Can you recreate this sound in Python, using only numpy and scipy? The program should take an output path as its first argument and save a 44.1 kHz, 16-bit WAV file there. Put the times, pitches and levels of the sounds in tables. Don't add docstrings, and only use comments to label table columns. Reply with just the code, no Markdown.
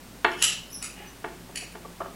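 import sys
import numpy as np
from scipy import signal
from scipy.fft import rfft, irfft
from scipy.io import wavfile
from scipy.ndimage import uniform_filter1d

SR = 44100
rng = np.random.default_rng(int(sys.argv[2]) if len(sys.argv) > 2 else 0)


def output_pcm(signal):
    pcm = np.clip(np.atleast_2d(signal).T, -1, 1) * 32767
    wavfile.write(sys.argv[1], SR, np.round(pcm).astype(np.int16))


def how_loud(loudness_db):
    steps = np.asarray(loudness_db, float) / 20
    return 10 ** steps


N = 94903

# hz [Hz], density_db [dB per Hz]
HISS = [(20, -5), (50, -6), (93, -7), (183, -0.5), (582, -8.5), (2500, -15.5), (7500, -20), (15500, -24)]
# hz [Hz], rms_db [dB], width_hz [Hz]
RUMBLE = [(114.7, -60.5, 8.3), (174.4, -56.5, 8.5), (257.2, -59, 51), (8550, -68.5, 170)]
# hz [Hz], t60_s [s]
ROOM_DECAY = [(300, 0.62), (1000, 0.35), (3000, 0.47), (6000, 0.38), (10000, 0.28), (15000, 0.21)]
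# delay_s [s, after the first], level_db [dB]
SLAP_CLUSTER = [(0, 0), (.0013, -3), (.0029, -4), (.0078, -5)]
# delay_s [s], level_db [dB]
TABLE_REFLECTIONS = [(.0011, -4), (.0021, -2), (.0037, -8)]

# start_s [s], pitch_hz [Hz], level_db [dB]
SQUEAK_LOW = [(.70, 5180, -54), (0.707, 5200, -51), (0.717, 5300, -54), (.725, 6000, -53),
              (.733, 5950, -53), (0.746, 5290, -41), (0.773, 5490, -50.5), (.78, 5440, -69),
              (.79, 5450, -69)]
# start_s [s], pitch_hz [Hz], level_db [dB]
SQUEAK_HIGH = [(.73, 5950, -43), (.74, 6020, -49), (.75, 5950, -42.5), (0.767, 5750, -56),
               (.775, 5680, -67.5)]
# start_s [s], pitch_hz [Hz], level_db [dB]
SQUEAK_LATE = [(1.068, 6000, -65), (1.075, 6000, -50.5), (1.086, 6000, -55), (1.092, 6000, -66)]
OCTAVES_DB = [1, -21, -18]

# start_s [s], level_db [dB], pitch_hz [Hz]
TICKS = [
    (.316, -46, 5500),
    (.715, -54, 9500),
    (1.7245, -50, 9700),
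]
# start_s [s], length_s [s], level_db [dB], tilt_db [dB per octave]
RUBS = [
    (0.311, 0.021, -42.5, -4),
    (0.371, 0.15, -39, -1.5),
]
# hz [Hz], level_db [dB], t60_s [s]
RUBBED_CASE = [(780, -26, 0.022), (1694, -18, .02), (2600, -12, 0.026), (3020, -3.5, 0.022),
               (5440, -2, 0.0073), (6600, 0, 0.0032), (9760, -1.5, .005)]
# start_s [s], length_s [s], level_db [dB], tilt_db [dB per octave]
DRAGS = [
    (.955, 0.058, -50, -1.5),
    (.99, 0.078, -53.5, -2.5),
]
# hz [Hz], level_db [dB], t60_s [s]
DRAGGED_CASE = [(820, -8.5, 0.037), (1720, -3, 0.014), (2020, -9, 0.013), (2570, 0, 0.013),
                (2870, 0.5, 0.019)]

# start_s [s], level_db [dB], contact_s [s], tilt_db [dB per octave]
NUDGES = [
    (.998, -43, .012, -14),
    (1.49, -43.5, .012, -3.5),
    (1.62, -40.5, .015, -10),
    (1.847, -34, .014, -3),
    (2.003, -26.5, .009, 2),
    (2.016, -27.5, 0.0041, 2.5),
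    (2.045, -33.5, 0.024, 7),
]
# hz [Hz], level_db [dB], t60_s [s]
LUMP_TABLE = [(402, -5, 0.043), (579, -5, 0.041), (679, -6, 0.061), (909, -14.5, 0.081),
              (1136, -1.5, 0.019), (1295, -16, 0.013), (1780, -10, 0.011), (3000, -25, 0.017)]

# start_s [s], level_db [dB], scuff_s [s, before contact], scuff_db [dB]
CLINKS = [
    (0.4243, -18.5, .008, -9),
    (.826, -33.5, .008, -9),
    (1.558, -33, .004, -9),
]
# hz [Hz], level_db [dB], t60_s [s]
PAIR_A = [(1297, -13.5, 0.039), (1890, -8.5, 0.007), (2130, -21, 0.0043), (2968, 3, 0.012), (3960, 4, .004),
          (4680, -6.5, 0.0063), (6000, 2, 0.0065), (6500, -0.5, 0.0063), (7150, -3.5, 0.014),
          (7720, 5, 0.0074), (9200, -3.5, 0.0042), (10450, 6.5, 0.0057), (11250, -2, 0.0069),
          (13700, -7.5, 0.0022)]
# hz [Hz], level_db [dB], t60_s [s]
PAIR_B = [(1320, -11, 0.013), (2250, -11, 0.014), (2495, -4.5, 0.012), (2970, -8, 0.01), (3900, 1, 0.0026),
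          (4900, 0.5, 0.0038), (6000, -6, 0.011), (6870, -1, 0.0091), (7900, 0.5, 0.0094),
          (9730, 3, 0.0059), (10220, 1, .006), (11000, 2.5, 0.0041), (13800, -14, .006)]
# hz [Hz], level_db [dB], t60_s [s]
PAIR_C = [(1310, -14.5, 0.0085), (2274, -5.5, 0.0086), (2520, -9, 0.022), (3030, -7, 0.0062),
          (4520, 0, 0.005), (5600, -9, 0.0051), (7050, -5.5, 0.011), (7880, -2, 0.0052), (9520, -1, 0.0078),
          (10660, -2, 0.0047), (11600, -14, 0.0037)]

# start_s [s], level_db [dB], tilt_db [dB per octave]
KNOCKS = [
    (0.2455, -13.5, 0),
    (1.2422, -27.5, -3.5),
    (1.343, -60, -26),
    (1.751, -37, -4.5),
]
# delay_s [s], level_db [dB]
ROCKING = [(0, -1), (.0029, 0.5), (.0042, 5.5), (.0072, -5), (0.0117, -4.5), (0.0181, -5)]
# hz [Hz], level_db [dB], t60_s [s]
TABLE_TOP = [(271.4, -13.5, 0.092), (363.5, 2, 0.11), (414, -3, 0.069), (572, -25, 0.035), (694, 1, 0.028),
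             (866.7, 1, 0.15), (1176, 11, 0.03), (1429, 11.5, 0.013), (1815, 10, 0.054), (2184, 8.5, 0.019),
             (2663, 3.5, 0.023), (3510, 6, 0.0097), (4200, -2.5, 0.023), (7300, -12, 0.0072)]
# hz [Hz], level_db [dB], t60_s [s]
EDGE_TICK = [(5200, -9, 0.0013), (9400, -17, 0.0017)]


def evened(x):
    return x / np.sqrt(np.mean(x ** 2) + 1e-20)


def read(points, hz):
    f, value = np.transpose(points)
    return np.interp(np.log(hz + 1), np.log(f + 1), value)


def add(mix, start_s, sound):
    part = mix[round(start_s * SR):][:len(sound)]
    part += sound[:len(part)]


def drift(shape, width):
    noise = rng.standard_normal(shape)
    return evened(uniform_filter1d(uniform_filter1d(noise, width), width))


def ring(modes, tilt_db=0):
    contact_s = 0.00025
    t = np.arange(6000) / SR
    hz, level_db, t60_s = np.transpose(modes)[:, :, None]
    phase = np.pi * np.arange(len(modes))[:, None] ** 2 * 0.618
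    decay = how_loud(level_db + tilt_db * np.log2(hz / 1000) - 60 * t / t60_s)
    out = (decay * np.sin(2 * np.pi * hz * t + phase)).sum(0)
    out = out * (1 - np.exp(-t / contact_s))
    return out / np.sqrt(np.sum(out ** 2) / 220)


def grit(length_s, per_s, spread_db):
    chance, side, size = rng.random((round(length_s * SR), 3)).T
    hits = (chance < per_s / SR) * np.sign(side - 0.5)
    hits = hits * how_loud(-spread_db * np.log(size + 0.0015)) + 1e-9
    return hits / np.linalg.norm(hits)


def room(x, wet_db, slap_db):
    slap_s, build_s, lumpy_db = 0.017, 0.013, 1.6
    taps = np.zeros(SR)
    at = np.arange(100, SR - 12, 12)
    taps[at + rng.integers(0, 12, len(at))] = rng.choice([-1., 1.], len(at))
    hz, t, z = signal.stft(taps, SR, nperseg=256)
    z = z * how_loud(-60 * t / read(ROOM_DECAY, hz)[:, None])
    tail = signal.istft(z, SR, nperseg=256)[1][:SR]
    build = 1 - np.exp(-np.arange(SR) / SR / build_s)
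    tail = tail * build * how_loud(lumpy_db * drift(SR, 130))
    response = how_loud(wet_db) * tail / np.linalg.norm(tail)
    response[0] = 1
    for delay_s, level_db in SLAP_CLUSTER:
        response[round((slap_s + delay_s) * SR)] += how_loud(slap_db + level_db)
    return signal.fftconvolve(x, response)[:N]


def microphone_hiss():
    hz = np.fft.rfftfreq(N, 1 / SR)
    spectrum = rfft(rng.standard_normal(N)) * how_loud(read(HISS, hz))
    return how_loud(-48) * evened(irfft(spectrum, N))


def appliance_rumble():
    out, hz = np.zeros(N), np.fft.rfftfreq(N, 1 / SR)
    for centre_hz, level_db, width_hz in RUMBLE:
        resonance = 1 / (1 + (2 * (hz - centre_hz) / width_hz) ** 2)
        out += how_loud(level_db) * evened(irfft(rfft(rng.standard_normal(N)) * resonance, N))
    return out


def mains_hum():
    mains_hz, rms_db = 50.7, -55.5
    return how_loud(rms_db) * np.sqrt(2) * np.sin(2 * np.pi * mains_hz * np.arange(N) / SR)


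def finger_ticks():
    out = np.zeros(N)
    for start_s, level_db, hz in TICKS:
        add(out, start_s, how_loud(level_db) * ring([(hz, 0, 0.006), (hz * 0.75, -8, 0.005)]))
    return out


def slide(out, rows, modes):
    for start_s, length_s, level_db, tilt_db in rows:
        hits = grit(length_s, 4000, 1.5)
        hits = hits * np.hanning(len(hits)) ** 0.3
        sound = signal.fftconvolve(hits, ring(modes, tilt_db))
        add(out, start_s, how_loud(level_db) * np.sqrt(length_s / 0.0037) * sound)


def rubs_and_drags():
    out = np.zeros(N)
    slide(out, RUBS, RUBBED_CASE)
    slide(out, DRAGS, DRAGGED_CASE)
    return room(out, -0.47, -7)


def squeaks():
    out, t = np.zeros(N), np.arange(N) / SR
    for curve, octave_db in zip((SQUEAK_LOW, SQUEAK_HIGH, SQUEAK_LATE), OCTAVES_DB):
        at_s, pitch_hz, level_db = np.transpose(curve)
        pitch_wobble, level_wobble = drift((2, N), 90)
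        hz = np.interp(t, at_s, pitch_hz) * (1 + 0.0114 * pitch_wobble)
        phase = 2 * np.pi * np.cumsum(hz) / SR
        level = how_loud(np.interp(t, at_s, level_db, -140, -140) + 2.2 * level_wobble)
        out += level * np.sqrt(2) * (np.sin(phase) + how_loud(octave_db) * np.sin(2 * phase))
    return room(out, -5, -8.5)


def lump_nudges():
    out = np.zeros(N)
    for start_s, level_db, contact_s, tilt_db in NUDGES:
        sound = signal.fftconvolve(grit(contact_s, 3000, 1.5), ring(LUMP_TABLE, tilt_db))
        add(out, start_s, how_loud(level_db) * sound)
    return room(out, -9, -20)


def clinks():
    out, near = np.zeros(N), np.zeros(400)
    for delay_s, level_db in TABLE_REFLECTIONS:
        near[round(delay_s * SR)] = how_loud(level_db)
    for (start_s, level_db, scuff_s, scuff_db), modes in zip(CLINKS, (PAIR_A, PAIR_B, PAIR_C)):
        clink = np.zeros(N)
        scuff = signal.fftconvolve(grit(scuff_s, 6000, 2), ring(modes, -6))
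        add(clink, start_s - scuff_s, how_loud(level_db + scuff_db) * scuff)
        add(clink, start_s, how_loud(level_db) * ring(modes))
        out += room(clink, 6, -2) + signal.fftconvolve(clink, near)[:N]
    return out


def knocks():
    out, hits = np.zeros(N), np.zeros(1200)
    for delay_s, rock_db in ROCKING:
        hits[round(delay_s * SR)] = how_loud(rock_db)
    for start_s, level_db, tilt_db in KNOCKS:
        knock = signal.fftconvolve(hits, ring(TABLE_TOP, tilt_db))
        add(out, start_s, how_loud(level_db - 2.5) * knock)
        add(out, start_s, how_loud(level_db - 29.5 + 3.7 * tilt_db) * ring(EDGE_TICK))
    return room(out, -9, -20)


def scene():
    background = microphone_hiss() + appliance_rumble() + mains_hum()
    handling = finger_ticks() + rubs_and_drags() + squeaks() + lump_nudges()
    return (background + handling + clinks() + knocks())[None]


def roll_off(x):
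    return signal.sosfilt(signal.butter(12, 16000, fs=SR, output="sos"), x)


def record(dry):
    lowpass = signal.firwin(511, 15950, window=("kaiser", 9), fs=SR)
    mix = signal.oaconvolve(dry, lowpass[None], "same")
    return roll_off(mix)


dry = scene()
out = record(dry)
output_pcm(out)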